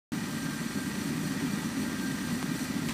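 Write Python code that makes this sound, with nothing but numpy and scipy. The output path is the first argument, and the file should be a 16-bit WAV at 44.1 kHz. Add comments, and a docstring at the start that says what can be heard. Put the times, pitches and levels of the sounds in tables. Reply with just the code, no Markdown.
"""Indoors, a small coffee roaster runs, heard in mono: filtered noise gives the fan's rumble in its duct
and the rush of air, and wandering sinusoids give the motor's whine, hum and faint tones.
A dry tick (pulse and knock) and a short clatter (random clicks) sound nearby.
Beans slide in the turning steel drum: dense clicks hiss and excite the drum's modes, swelling about
four times a second as the beans pour off a vane."""
import sys
import numpy as np
from scipy import signal
from scipy.fft import rfft, irfft, next_fast_len
from scipy.io import wavfile

SR = 44100
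rng = np.random.default_rng(int(sys.argv[2]) if len(sys.argv) > 2 else 0)


def store_wav(level_fs):
    """Save 16-bit WAV to argv[1]."""
    pcm = np.round(np.clip(np.atleast_2d(level_fs), -1, 1) * 32767)
    wavfile.write(sys.argv[1], SR, pcm.T.astype(np.int16))


N = 129213  # length in samples

# Early echoes from the bench, wall and shelves: delay t/s, level/dB
EARLY_ECHOES = [(.0023, -27), (.0051, -21.5), (.0079, -18), (.0127, -14.5), (0.0197, -18)]
# Faint room decay after a hit: starting level, time to fall by 60 dB
ROOM_DB, ROOM_T60_S = -18, .22

# Spectrum of the fan rumble in the duct: f/Hz, relative level/dB (per Hz)
RUMBLE_SPECTRUM = [(20, -31), (40, -40), (68, -20.5), (85, -11.5), (120, -11), (150, -7), (200, 1),
                   (245, -0.5), (290, -0.5), (325, -8.5), (390, -25), (460, -33.5), (700, -41)]
# Course of the rumble, used relative to the mean of its points: t/s, level/dB
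RUMBLE_SWELL_COURSE = [(.12, -36.5), (.18, -35.5), (.45, -35), (.88, -36), (1.1, -34), (1.6, -33),
                       (1.95, -34), (2.45, -35.5), (2.92, -35)]
# Duct resonances: f/Hz, bandwidth f/Hz, relative level/dB
DUCT_MODES = [(154, 8, 0), (198, 12, 0), (234, 8, 1), (255, 10, 0), (282, 10, 0), (333, 14, -11),
              (362, 14, -11), (395, 10, -10), (585, 18, -16)]
RUMBLE_DB, DUCT_DB = -36, -44.5
RUMBLE_FLUTTER_DB, RUMBLE_FLUTTER_RATE_HZ = 1.8, 22

# Spectrum of the rushing air: f/Hz, relative level/dB (per Hz)
AIR_SPECTRUM = [(300, -1), (480, 2.5), (720, -0.5), (1250, 1.5), (1700, -1), (1950, 2), (2130, -5),
                (3000, -3), (6000, -7.5), (10000, -21), (15000, -53)]
# Blower housing resonances: f/Hz, bandwidth f/Hz, relative level/dB
HOUSING_MODES = [(887, 25, -5), (1200, 35, -4), (1265, 40, -4), (1406, 20, -5), (1663, 20, -6),
                 (1812, 25, -3), (1866, 35, -2), (1945, 60, 2), (2235, 50, -7), (2368, 20, -7),
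                 (2470, 90, -4)]
AIR_DB, HOUSING_DB = -43.5, -54
AIR_FLUTTER_DB, AIR_FLUTTER_RATE_HZ = 1.1, 67

# Course of the main motor whine: t/s, level/dB (rms before the waver)
WHINE_COURSE = [(.14, -51), (.35, -56), (.47, -48), (.75, -52.5), (1.1, -55.5), (1.3, -52), (1.7, -57),
                (1.9, -52), (2.06, -47.5), (2.3, -52), (2.5, -49), (2.9, -54.5)]
# Low hum and faint motor tones: mean f/Hz, rms level/dB
FAINT_TONES = [(59, -60.5), (2369, -65.5), (3162, -70), (3557, -67)]
WHINE_HZ, WHINE_WAVER_DB, WHINE_WAVER_RATE_HZ = 1581, 3, 16  # the mean frequency of the whine
SPEED_WANDER, SPEED_WANDER_RATE_HZ = .0014, 8.4  # spread as a fraction of the mean speed
TONE_WAVER_DB, TONE_WAVER_RATE_HZ = 5.5, 12

# One dry tick: onset, peak level of its pulse and the pulse's time constant
TICK_S, TICK_DB, TICK_DECAY_S = 2.4282, -17.5, .000042
KNOCK_HZ, KNOCK_DB, KNOCK_DECAY_S = 1100, -28.5, .0013
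# Contacts of the clatter: onset t/s, level/dB, decay constant of the crunch t/s
CLATTER_CONTACTS = [(2.8864, -32.5, 0.0054), (2.8945, -33, 0.0021), (2.906, -39.5, 0.0079)]
# Spectrum of the clatter and of the room's answer to the tick: f/Hz, relative level/dB (per Hz)
CLATTER_SPECTRUM = [(300, -21), (700, -8), (1050, 4), (1450, -6), (2000, 1.5), (2500, -1.5), (3100, -3),
                    (4500, -6.5), (8000, -9.5), (11000, -19), (15000, -32)]

# Pours of beans off a drum vane: centre t/s, level/dB, Gaussian standard deviation t/s
BEAN_POURS = [(0.385, -3.5, 0.097), (0.594, -4.5, 0.064), (0.805, -3, 0.087), (1.03, -0.5, 0.039),
              (1.27, -3, 0.054), (1.566, -4, 0.066), (1.82, -2, 0.023), (2.055, -3.5, 0.079),
              (2.335, -2, 0.066), (2.614, 1.5, 0.042), (2.885, -1.5, 0.031)]
# Spectrum of bean contacts: f/Hz, relative level/dB (per Hz)
BEAN_SPECTRUM = [(1000, -1.5), (2500, -12), (4200, 4), (5400, -10), (6600, 4), (9200, 2.5), (10400, -2),
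                 (12000, -1), (14800, -7.5), (16000, -58)]
# Steel drum modes: f/Hz, bandwidth f/Hz, relative level/dB
DRUM_MODES = [(4345, 130, 0), (4760, 100, -6), (5875, 75, 1), (7670, 110, -2.5), (8575, 45, 0),
              (9695, 60, -6), (11010, 75, -8), (11900, 150, -7.5), (14330, 55, -8.5), (14700, 120, -11)]
SLIDE_DB = -2.5  # steady sliding, on the same scale as the pours
BEANS_DB, DRUM_DB = -50.5, -55.5
CONTACTS_PER_S, CONTACT_SPREAD_DB = 9000, 2.5  # mean rate; mean of the excess dB before its cap

START_S, LOW_CUT_HZ, HIGH_CUT_HZ = .1197, 40, 15330


def from_db(db):
    """Logarithmic level: 20 dB is a tenfold amplitude."""
    return 10 ** (np.asarray(db) / 20)


def rms_one(x):
    """Power normalization: scale to unit root mean square."""
    return x / np.sqrt(np.mean(x ** 2) + 1e-20)


def drift(rate_hz):
    """Low-pass filtered noise: two equal poles leave a slow random course, zero mean and unit spread."""
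    step = 40  # samples between points of the slow course
    settling = 2000
    r = np.exp(-2 * np.pi * rate_hz * step / SR)
    noise = rng.standard_normal(N // step + settling + 2)
    slow = signal.lfilter([1], [1, -2 * r, r * r], noise)[settling:]
    return np.interp(np.arange(N) / step, np.arange(len(slow)), rms_one(slow - slow.mean()))


def coloured(x, spectrum):
    """Linear filtering: multiply the Fourier spectrum by a gain curve over log frequency; rms 1."""
    hz, db = np.transpose(spectrum)
    size = next_fast_len(N)
    bins_hz = np.maximum(np.arange(size // 2 + 1) * SR / size, 1)
    gain = from_db(np.interp(np.log(bins_hz), np.log(hz), db))
    return rms_one(irfft(rfft(x, size) * gain, size)[:N])


def resonance(x, hz, width):
    """Driven damped oscillator: a pole pair whose bandwidth sets its damping; rms 1."""
    r = np.exp(-np.pi * width / SR)
    poles = [1, -2 * r * np.cos(2 * np.pi * hz / SR), r * r]
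    return rms_one(signal.lfilter([1, 0, -1], poles, x))


def blown(modes):
    """Turbulent excitation: noise drives each mode, band-limited first to darken its far skirts."""
    out = 0
    for hz, width, db in modes:
        turbulence = resonance(rng.standard_normal(N), hz, hz / 2)
        out = out + from_db(db) * resonance(turbulence, hz, width)
    return out


def echoed(x):
    """Comb interference: delayed copies from nearby surfaces ripple a steady spectrum; rms 1."""
    reflections = sum(from_db(db) * np.roll(x, int(delay * SR)) for delay, db in EARLY_ECHOES)
    return rms_one(x + reflections)


def room_tail(age):
    """Reverberant decay: after a hit the room level falls linearly in dB."""
    return from_db(ROOM_DB - 60 * age / ROOM_T60_S)


def contacts():
    """Random impacts: independent clicks of either sign and uneven size occur at a mean rate."""
    excess_db = CONTACT_SPREAD_DB * np.minimum(rng.exponential(1, N), 5)
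    sizes = from_db(excess_db) * rng.choice([-1, 1], N)
    return sizes * (rng.random(N) < CONTACTS_PER_S / SR)


def rumble(t):
    """Broadband flow noise in a duct: a low roar plus duct resonances, swelling and fluttering together."""
    s, db = np.transpose(RUMBLE_SWELL_COURSE)
    broad = from_db(RUMBLE_DB) * coloured(rng.standard_normal(N), RUMBLE_SPECTRUM)
    roar = broad + from_db(DUCT_DB) * blown(DUCT_MODES)
    swell_db = np.interp(t, s, db - db.mean())
    flutter_db = RUMBLE_FLUTTER_DB * drift(RUMBLE_FLUTTER_RATE_HZ)
    return roar * from_db(swell_db + flutter_db)


def air():
    """Turbulence noise: air rushes through the blower housing and excites its resonances."""
    hiss = coloured(echoed(rng.standard_normal(N)), AIR_SPECTRUM)
    rush = from_db(AIR_DB) * hiss + from_db(HOUSING_DB) * blown(HOUSING_MODES)
    return rush * from_db(AIR_FLUTTER_DB * drift(AIR_FLUTTER_RATE_HZ))


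def motor(t):
    """Frequency and amplitude modulation: sinusoids share a wandering speed and waver separately in level."""
    # integrated relative speed, in seconds
    warped_time = np.cumsum(1 + SPEED_WANDER * drift(SPEED_WANDER_RATE_HZ)) / SR
    s, whine_db = np.transpose(WHINE_COURSE)
    level_db = np.interp(t, s, whine_db) + WHINE_WAVER_DB * drift(WHINE_WAVER_RATE_HZ)
    out = from_db(level_db) * rms_one(np.sin(2 * np.pi * WHINE_HZ * warped_time))
    for hz, db in FAINT_TONES:
        waver = from_db(TONE_WAVER_DB * drift(TONE_WAVER_RATE_HZ))
        out = out + from_db(db) * rms_one(np.sin(2 * np.pi * hz * warped_time) * waver)
    return out


def tick(t):
    """Impulsive contact: a sharp pulse, a rapidly damped knock and the room's answer."""
    age = np.maximum(t - TICK_S, 0)
    pulse = from_db(TICK_DB) * age / TICK_DECAY_S * np.exp(1 - age / TICK_DECAY_S)
    knock = np.sin(2 * np.pi * KNOCK_HZ * age) * np.exp(-age / KNOCK_DECAY_S)
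    room = room_tail(age) * coloured(rng.standard_normal(N), CLATTER_SPECTRUM)
    # the room's answer is halved here
    return (t >= TICK_S) * (pulse + from_db(KNOCK_DB) * (knock + .5 * room))


def clatter(t):
    """Successive impacts: crunches with exponential decay and a faint room tail shape dense clicks."""
    level = 0
    for s, db, length in CLATTER_CONTACTS:
        age = np.maximum(t - s, 0)
        level = level + from_db(db) * (t >= s) * (np.exp(-age / length) + room_tail(age))
    return level * coloured(echoed(contacts()), CLATTER_SPECTRUM)


def beans(t):
    """Granular excitation of modes: bean contacts hiss and ring the steel drum, more with every pour."""
    # powers of the steady sliding and the pours add
    power = from_db(SLIDE_DB) ** 2
    for s, db, width in BEAN_POURS:
        power = power + from_db(db) ** 2 * np.exp(-.5 * ((t - s) / width) ** 2)
    flow = np.sqrt(power)
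    hiss = from_db(BEANS_DB) * coloured(echoed(contacts()), BEAN_SPECTRUM)
    ring = sum(from_db(DRUM_DB + db) * resonance(contacts(), hz, width) for hz, width, db in DRUM_MODES)
    return flow * (hiss + ring)


def scene():
    """Linear superposition: the sources add, the same in both channels."""
    t = np.arange(N) / SR
    mono = rumble(t) + air() + motor(t) + tick(t) + clatter(t) + beans(t)
    return np.stack([mono, mono])


def record(dry):
    """Band limitation: after a short silence the sound cuts in, without deepest bass or extreme treble."""
    on = np.arange(N) / SR >= START_S
    low_cut = signal.butter(2, LOW_CUT_HZ, "high", fs=SR, output="sos")
    high_cut = signal.ellip(12, .1, 80, HIGH_CUT_HZ, fs=SR, output="sos")
    thin = signal.sosfilt(low_cut, dry * on + 1e-18)  # inaudible offset
    return signal.sosfilt(high_cut, thin)


dry = scene()
out = record(dry)
store_wav(out)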